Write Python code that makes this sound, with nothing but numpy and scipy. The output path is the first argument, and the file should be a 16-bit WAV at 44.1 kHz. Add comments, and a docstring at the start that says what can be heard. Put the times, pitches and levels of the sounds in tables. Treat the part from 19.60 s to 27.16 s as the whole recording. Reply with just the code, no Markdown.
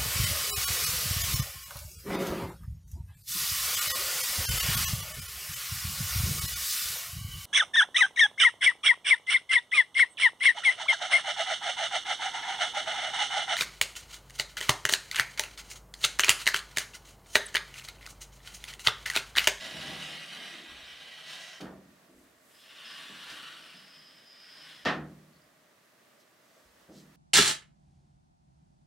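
"""Two sliding screens in a matted room

The microphone stands a few metres off as two wooden screens are pushed open one after the other.
Wood rubs in its groove in random stick-slip releases that ring the rails; coarser bumps rumble the panels.
The second runner whistles thinly, and each door knocks on its end stop: ringing modes plus a noisy rattle.
Soft thuds of feet, brushes of cloth and one blurred tick are shaped noise, over faint steady coloured noise."""
import sys
import numpy as np
from scipy import signal
from scipy.fft import rfft, irfft
from scipy.io import wavfile
from scipy.ndimage import uniform_filter1d, map_coordinates

SR = 44100
rng = np.random.default_rng(int(sys.argv[2]) if len(sys.argv) > 2 else 0)


def log_audio(samples):
    """Write samples as a 16-bit WAV file to the path given in sys.argv[1]."""
    # one column per channel
    frames = np.atleast_2d(samples).T
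    # limit to full scale, then quantise
    limited = np.clip(frames, -1, 1)
    pcm = np.round(limited * 32767).astype(np.int16)
    wavfile.write(sys.argv[1], SR, pcm)


N = 333396  # samples
T = np.arange(N) / SR  # s
HZ = np.maximum(np.arange(N // 2 + 1) * SR / N, 1)  # spectrum bins, kept above zero for the log axis


def undb(db):
    """Decibels to gain."""
    return 10 ** (np.asarray(db) / 20)


def unit(x):
    """Scale to rms 1."""
    return x / np.sqrt(np.mean(x ** 2))


def read(points, hz):
    """Value of a table at a frequency, on a log axis."""
    f, value = np.transpose(points)
    return np.interp(np.log(hz), np.log(f), value)


def colour(x, points, peaks=()):
    """Filter by a smooth spectrum with resonances on top."""
    db = read(points, HZ)
    for f, width, lift in peaks:
        db = db + lift / (1 + (2 * (HZ - f) / width) ** 2)
    return irfft(rfft(x) * undb(db), N)


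def band(x, hz, width):
    """A resonance applied twice, for steep skirts."""
    resonance = 1 / (1 + 1j * (HZ ** 2 - hz ** 2) / (HZ * width))
    return irfft(rfft(x) * resonance ** 2, N)


def walk(rate):
    """Random wander in straight ramps between normal draws, rate a second, with a spread near 1.4."""
    hold = max(int(SR / rate), 1)
    levels = np.repeat(rng.standard_normal(N // hold + 1), hold)
    return 1.76 * uniform_filter1d(levels, hold)[:N]


def waver(x, rate, share):
    """Let every frequency of a sound wander by a share of itself, by reading it early or late."""
    shift = np.cumsum(share * walk(rate))
    return map_coordinates(x, [np.arange(N) + shift], order=3, mode="mirror")


def gate(start, stop, attack, release):
    """Rise, hold until stop, fall."""
    rise = np.clip((T - start) / attack, 0, 1)
    fall = np.clip(1 - (T - stop) / release, 0, 1)
    return rise * fall


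def pan(x, db):
    """Lean a sound to the left by db, or to the right if negative."""
    return x * undb(np.array([[db], [-db]]) / 2)


# Stereo width, sideways against middle sound: f/Hz, level/dB (before any gain on the side)
SIDE_LEVEL = [(30, -25), (125, -17), (250, -15.5), (500, -11), (3000, -9.5), (10000, -10.5)]


def stereo(mid, side):
    """Left and right from a middle signal and its weaker sideways reflections."""
    return mid + colour(side, SIDE_LEVEL) * np.array([[1], [-1]])


# Ring time of doors and room together: f/Hz, t60/s
RING_TIME = [(60, 1), (160, 0.98), (300, 0.7), (700, 0.46), (1400, 0.36), (2700, 0.27), (5000, 0.25),
             (14000, 0.4)]


def tail(count=SR):
    """A dense wash of reflections, flat in colour at first, each band dying at its own rate."""
    spectrum = rfft(rng.standard_normal(count))
    f = np.maximum(np.arange(count // 2 + 1) * SR / count, 1)
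    centres, t60 = np.transpose(RING_TIME)
    # overlapping bands that add up to the whole spectrum
    shares = np.array([np.interp(np.log(f), np.log(centres), row) for row in np.eye(len(RING_TIME))])
    decay = np.exp(-np.log(1000) * T[:count] / t60[:, None])
    return np.sum(irfft(spectrum * shares, count) * decay, axis=0)


def room(x, direct=1.0):
    """Heard across the room: direct sound plus middle and sideways reflections, direct against wash."""
    mid, side = (signal.fftconvolve(x, h / np.linalg.norm(h))[:N] for h in (tail(), tail()))
    return stereo(direct * x + mid, side) / np.hypot(1, direct)


def travelling(x, start, stop, count=9, direct=0.87):
    """The pattern of reflections changes as the door moves from one place on its track to the next."""
    place = np.interp(T, [start, stop], [0, count - 1])
    reflections = 0
    for k in range(count):
        nearness = np.cos(np.pi / 2 * np.minimum(abs(place - k), 1))
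        reflections = reflections + room(x * nearness, direct=0)
    return (direct * x + reflections) / np.hypot(1, direct)


def slips(rate, spread_db, judder_db, judder_hz):
    """Tiny stick-slip releases, rate a second, of very uneven size, swelling as the door judders."""
    hit = rng.random(N) < rate / SR
    size = undb(spread_db * np.minimum(rng.exponential(size=N), 4))
    sign = rng.choice([-1, 1], N)
    return hit * size * sign * undb(judder_db * walk(judder_hz))


# Steady background colour: f/Hz, relative level/dB per Hz
AIR_COLOUR = [(18, -60), (30, -37), (59, -19), (102, -4.5), (270, 2), (420, -2), (622, -5.5), (1550, -4),
              (1910, -6.5), (3490, -10), (15500, -18.5)]
# Resonances in the background: f/Hz, width/Hz, lift/dB
AIR_RESONANCES = [(620, 132, 10), (1150, 91, 4.5), (1895, 300, 4.5)]
AIR_DB = -64.5  # level of the middle signal


def background():
    """A faint airy drone of coloured noise that wavers a little in level, with fine hiss above it."""
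    mid, side = (unit(colour(rng.standard_normal(N), AIR_COLOUR, AIR_RESONANCES)) for _ in range(2))
    level = undb(AIR_DB + 0.5 * walk(8.8))
    return level * stereo(mid, undb(6.5) * side)


# Cloth and soles brushing, and one soft, blurred tick at 6.6 s: t/s, level/dB, centre f/Hz, half length/s
SOFT_BURSTS = [(2.594, -70.5, 8000, 0.084), (2.972, -66, 8500, 0.17), (6.607, -65, 4200, 0.014),
               (6.973, -72.5, 5030, 0.18), (7.373, -59.5, 4630, 0.049)]


def soft_bursts():
    """Short bursts of band noise that swell and fade."""
    noise = rng.standard_normal(N)
    out = 0
    for s, db, hz, length in SOFT_BURSTS:
        swell = np.exp(-((T - s) / length) ** 2)
        out = out + undb(db) * swell * unit(band(noise, hz, hz))
    return room(out)


# Weight shifting on the matted floor: t/s, level/dB, thud f/Hz, length/s
FOOTFALLS = [(0.881, -56, 284, 0.18), (1.068, -61.5, 76, 0.15), (2.48, -55.5, 280, 0.087),
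             (2.538, -65.5, 72.5, 0.053), (4.132, -60.5, 195, 0.055), (4.34, -65.5, 184, 0.08),
             (5.744, -65.5, 170, 0.03), (6.956, -62.5, 560, 0.03), (7.035, -68.5, 69.5, 0.065),
             (7.28, -56.5, 232, 0.13)]


def steps():
    """Soft thuds of band noise as the floor takes the weight."""
    out = 0
    for s, db, hz, length in FOOTFALLS:
        age = np.maximum(T - s, 0) / length
        press = np.minimum(age * 4, 1) * np.exp(-age ** 2)
        out = out + undb(db) * press * unit(band(rng.standard_normal(N), hz, 0.6 * hz))
    return room(out)


# Dry ticks of the frames: t/s, level/dB, centre f/Hz, width/Hz
FRAME_TICKS = [(2.001, -62, 8500, 7000), (2.007, -41.5, 3330, 3780), (2.011, -67, 11200, 9000),
               (5.732, -66, 4230, 700), (5.76, -65, 4330, 800), (5.815, -67, 4760, 700)]
TICK_ATTACK_S, TICK_S = 0.0012, 0.018


def ticks():
    """Hard edges click as the first door meets its post; later the frame ticks faintly under the resting hand."""
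    slip = rng.standard_normal(N)
    out = 0
    for s, db, hz, width in FRAME_TICKS:
        # the fall begins at s, together with the rise
        click = gate(s, s, TICK_ATTACK_S, TICK_S)
        out = out + undb(db) * click * unit(band(slip, hz, width))
    return room(out)


# Tight stretches of groove where a door binds: start t/s, length/s, centre f/Hz, width/Hz, level/dB
TIGHT_GROOVE = [(0.381, 0.027, 5960, 3000, -50), (0.476, 0.032, 4180, 350, -51.5),
                (0.832, 0.064, 2800, 2520, -51.5), (1.646, 0.22, 5600, 2540, -55),
                (2.985, 0.19, 3380, 700, -63), (3.055, 0.31, 2920, 500, -58),
                (3.223, 0.064, 3220, 800, -53.5), (3.657, 0.23, 1397, 220, -55),
                (3.69, 0.21, 2940, 200, -54), (3.95, 0.14, 2950, 800, -59)]
RASP_ATTACK_S, RASP_RELEASE_S = 0.03, 0.17


def rasps():
    """Where the groove pinches, the slips crowd into one band for a moment."""
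    friction = slips(rate=4200, spread_db=2.5, judder_db=1.3, judder_hz=40)
    out = 0
    for s, length, hz, width, db in TIGHT_GROOVE:
        pinch = gate(s, s + length, RASP_ATTACK_S, RASP_RELEASE_S)
        out = out + undb(db) * pinch * unit(band(friction, hz, width))
    return room(out)


# Modes of frame and panels: f/Hz, relative level/dB, t60/s
FRAME_MODES = [(72, -16, 1.1), (86, -14, 1.0), (153, 2, .95), (191, 3, .8), (236, 0, .75), (277, -2, .5),
               (296, 3, .5), (320, 4, .6), (399, -1, .5), (497, -1, .44), (539, -4, .42), (648, -3, .4),
               (1176, 0, .25), (1340, -3, .22), (1415, -2, .25), (1561, 0, .25), (1707, -1, .26),
               (1812, 5, .29), (1841, 2, .29), (1922, -3, .25), (2638, -3, .2), (3080, 0, .15)]
# Dense rattle of lattice and panes: f/Hz, relative level/dB
RATTLE_COLOUR = [(30, -23), (75, -6), (110, -16.5), (160, -3.5), (300, -4), (440, -6), (660, -3.5),
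                 (950, -7.5), (1400, -3), (1900, -8), (2300, -10), (3000, -8), (4000, -11.5), (5300, -15.5),
                 (7000, -26), (15000, -38)]
# Clusters of close resonances in the lattice: f/Hz, width/Hz, lift/dB
LATTICE_CLUSTERS = [(310, 80, 4), (740, 140, 2.5), (1835, 130, 7)]
# Blows on the doors and the low rebounds after them: t/s, relative level/dB,
# contact softness as corner f/Hz, bass cut f/Hz, rise/s, direct crack gain
BLOWS = [(0.138, -32, 185, 80, 0.006, 2), (0.282, -33, 171, 90, 0.0048, 3),
         (2.002, -35.5, 1010, 650, 0.0021, 3.7), (2.012, -28, 373, 190, 0.0081, 7.4),
         (2.055, -30.5, 810, 750, 0.0044, 5.8), (2.06, -36, 220, 110, 0.006, 8),
         (3.489, -45, 503, 130, .004, 2), (3.699, -26.5, 12000, 9000, 0.0038, 5.5),
         (3.711, -48, 400, 130, 0.0039, 15), (5.251, -32, 11900, 3500, 0.00049, 4.3),
         (5.255, -22.5, 5970, 85, 0.0037, 2.7), (5.261, -13, 2500, 2380, 0.012, 2),
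         (5.3, -25, 270, 190, 0.04, 0.3), (7.283, -41.5, 546, 110, 0.0094, 3.4),
         (7.335, -38.5, 196, 100, 0.027, 11)]


def knocks(count=SR):
    """Each blow rings the frame and rattles the lattice; soft contact is dull, a glancing tick has no bass."""
    t = T[:count]
    modes = 0
    for k, (hz, db, t60) in enumerate(FRAME_MODES):
        mode = np.sin(2 * np.pi * hz * t) * np.exp(-np.log(1000) * t / t60)
        modes = modes + (-1) ** k * undb(db) * mode
    out = np.zeros((3, N + count))  # frame ring, middle rattle, side rattle
    for s, db, soft_hz, cut_hz, rise, crack in BLOWS:
        direct = 1 + crack * np.exp(-t / 0.0018)  # the direct sound leads the reflections
        blow = np.array([modes, direct * tail(), tail()])
        blow = blow * (1 - np.exp(-t / rise))
        blow = signal.sosfilt(signal.butter(2, soft_hz, fs=SR, output="sos"), blow)
        blow = signal.sosfilt(signal.butter(1, cut_hz, "high", fs=SR, output="sos"), blow)
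        start = int(s * SR)
        out[:, start:start + count] += undb(db) * blow
    ring, mid, side = out[:, :N]
    mid, side = (undb(9.5) * colour(x, RATTLE_COLOUR, LATTICE_CLUSTERS) for x in (mid, side))
    return stereo(undb(-18.5) * ring + mid, undb(-1.0) * side)


START_S, STOP_S = 0.02, 0.055  # a door takes up and loses its motion this quickly


def effort(push):
    """Strength of the rubbing; silent while the door is at rest."""
    s, db = np.transpose(push)
    moving = gate(s[0] - START_S, s[-1], START_S, STOP_S)
    return moving * undb(np.interp(T, s, db))


def follow(rub, power):
    """A layer that grows faster (power over 1) or slower than the rubbing and meets it at its peak."""
    return rub.max() * (rub / rub.max()) ** power


# wood grain under a runner: changes a second, swing of each resonance and share of pitch per unit of walk
GRAIN_PER_S, GRAIN_DB, GRAIN_BEND = 14, 0.6, 0.004


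def grain(friction, wood, rail):
    """Changing wood grain under the runner favours now one rail resonance, now another, and bends their pitch."""
    body = unit(colour(friction, wood, rail))
    swells = 0
    for f, width, _ in rail:
        around = [(f - 2 * width, -60), (f - width / 2, 0), (f + width / 2, 0), (f + 2 * width, -60)]
        change = undb(GRAIN_DB * walk(GRAIN_PER_S)) - 1
        swells = swells + change * colour(body, around)
    return unit(waver(body + swells, GRAIN_PER_S, GRAIN_BEND))


# Colour of grit at the rail's edge: f/Hz, relative level/dB
GRIT_COLOUR = [(2500, -27), (4300, 3.5), (5600, 6.5), (6600, -1), (8000, 0), (9600, -0.5), (11500, -8.5),
               (15500, -15)]
# Colour of the shaken panel: f/Hz, relative level/dB
RUMBLE_COLOUR = [(30, -32), (73, -11), (105, -24), (150, 2.5), (210, 0.5), (300, -4), (450, -4),
                 (700, -0.5), (1100, -3), (1600, -20.5), (5000, -61)]


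def slide(rub, grit, shake, wood, rail, rub_db, grit_db, shake_db):
    """Slips ring the rail and crackle at its edge; coarser bumps of the groove shake the panel."""
    friction = slips(rate=4800, spread_db=2.6, judder_db=0.9, judder_hz=90)
    bumps = slips(rate=400, spread_db=1.5, judder_db=1.5, judder_hz=11)
    panel = [(f, 12, 5) for f, _, _ in FRAME_MODES if f < 700]  # width 12 Hz, lift 5 dB
    rubbing = undb(rub_db) * rub * grain(friction, wood, rail)
    crackle = undb(grit_db) * grit * unit(colour(friction, GRIT_COLOUR))
    rumble = undb(shake_db) * shake * unit(colour(bumps, RUMBLE_COLOUR, panel))
    return rubbing + crackle + rumble


# Colour of the second door's rubbing wood: f/Hz, relative level/dB
LEFT_WOOD_COLOUR = [(300, -44), (640, -17.5), (900, -14), (1300, -9), (1850, -0.5), (2300, -5.5),
                    (3000, 1.5), (3800, -3), (4600, -8), (6200, -34), (12000, -32)]
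# Resonances of its rail: f/Hz, width/Hz, lift/dB
LEFT_RAIL_MODES = [(1154, 150, 7.2), (1460, 220, 4), (1800, 180, 1), (2937, 98, 2), (3290, 33, 1.2),
                   (4380, 66, 1.9)]
# How hard it rubs through its two shoves: t/s, relative level/dB
LEFT_EFFORT = [(2.9, -67.5), (3.07, -57.5), (3.31, -47.5), (3.58, -48.5), (3.76, -46.5), (4.31, -58),
               (4.68, -63), (5.1, -51), (5.24, -58.5)]
# Its dry runner catches and whistles: start t/s, length/s, level/dB
RUNNER_WHISTLES = [(2.93, 0.23, -64.5), (3.237, 0.096, -50), (3.981, 1.3, -63), (4.23, 0.22, -71),
                   (4.657, 0.41, -66.5), (4.85, 0.17, -61)]
WHISTLE_ATTACK_S, WHISTLE_RELEASE_S = 0.016, 0.055
WHISTLE_WAVER_PER_S, WHISTLE_BEND = 25, 0.003  # changes a second, share of pitch per unit of walk


def left_door():
    """The second screen scrapes too, and its dry runner whistles in one narrow, wavering resonance."""
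    rub = effort(LEFT_EFFORT)
    scrape = slide(rub, follow(rub, power=1.01), follow(rub, power=1.0), LEFT_WOOD_COLOUR, LEFT_RAIL_MODES,
                   rub_db=1.26, grit_db=-9.5, shake_db=-16.0)
    # a negative spread makes the uneven slips weaker instead of stronger
    slipping = slips(rate=3100, spread_db=-2.5, judder_db=1.1, judder_hz=40.4)
    runner = waver(unit(band(slipping, hz=5070, width=400)), WHISTLE_WAVER_PER_S, WHISTLE_BEND)
    whistle = 0
    for s, length, db in RUNNER_WHISTLES:
        whistle = whistle + undb(db) * gate(s, s + length, WHISTLE_ATTACK_S, WHISTLE_RELEASE_S)
    return travelling(scrape + whistle * runner, 2.984, 5.345)


# Colour of the first door's rubbing wood: f/Hz, relative level/dB
RIGHT_WOOD_COLOUR = [(300, -33), (640, -4), (900, -14.5), (1300, -5.5), (1900, -4.5), (2400, -2.5),
                     (3000, 4.5), (4000, -4), (4800, -9), (6500, -19.5), (12000, -46)]
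# Resonances of its rail: f/Hz, width/Hz, lift/dB
RIGHT_RAIL_MODES = [(1634, 100, 7), (1962, 180, 8), (3090, 230, 0.5), (3430, 77, -8), (3850, 300, 4)]
# How hard it rubs as it is pushed: t/s, relative level/dB
RIGHT_EFFORT = [(0.0, -40.5), (0.15, -41), (0.33, -42), (0.5, -42.5), (0.6, -44), (0.9, -44.5),
                (0.96, -47.5), (1.15, -49.5), (1.62, -48.5), (1.67, -46.5), (1.712, -41), (1.8, -46),
                (1.92, -48.5), (1.975, -51.5)]
EARLY_SHAKE_S, EARLY_SHAKE_DB = 0.34, 4.5  # the panel shakes harder early in the slide
SETTLE_DB_PER_S = 4.5  # and its shaking settles as it travels


def right_door():
    """Already sliding, its panel shaking hardest at first, the rumble dying down; the rubbing surges late."""
    rub = effort(RIGHT_EFFORT)
    early_db = EARLY_SHAKE_DB * gate(0, EARLY_SHAKE_S, START_S, STOP_S)
    shake = rub * undb(early_db - SETTLE_DB_PER_S * T)
    scrape = slide(rub, follow(rub, power=1.36), shake, RIGHT_WOOD_COLOUR, RIGHT_RAIL_MODES,
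                   rub_db=1.0, grit_db=-10.0, shake_db=-12.0)
    return travelling(scrape, 0, 2.016)


def scene():
    """Doors, feet and cloth in the quiet room."""
    quiet = pan(background(), db=-1.3) + soft_bursts() + ticks()
    contacts = pan(steps() + rasps() + knocks(), db=-0.5)
    doors = pan(left_door(), db=0.0) + pan(right_door(), db=-1.0)
    return quiet + contacts + doors


TOP_HZ = 15800


def record(dry):
    """The recorder behind the microphone steeply cuts off the top."""
    return signal.sosfilt(signal.ellip(10, 0.2, 70, TOP_HZ, fs=SR, output="sos"), dry)


dry = scene()
out = record(dry)
log_audio(out)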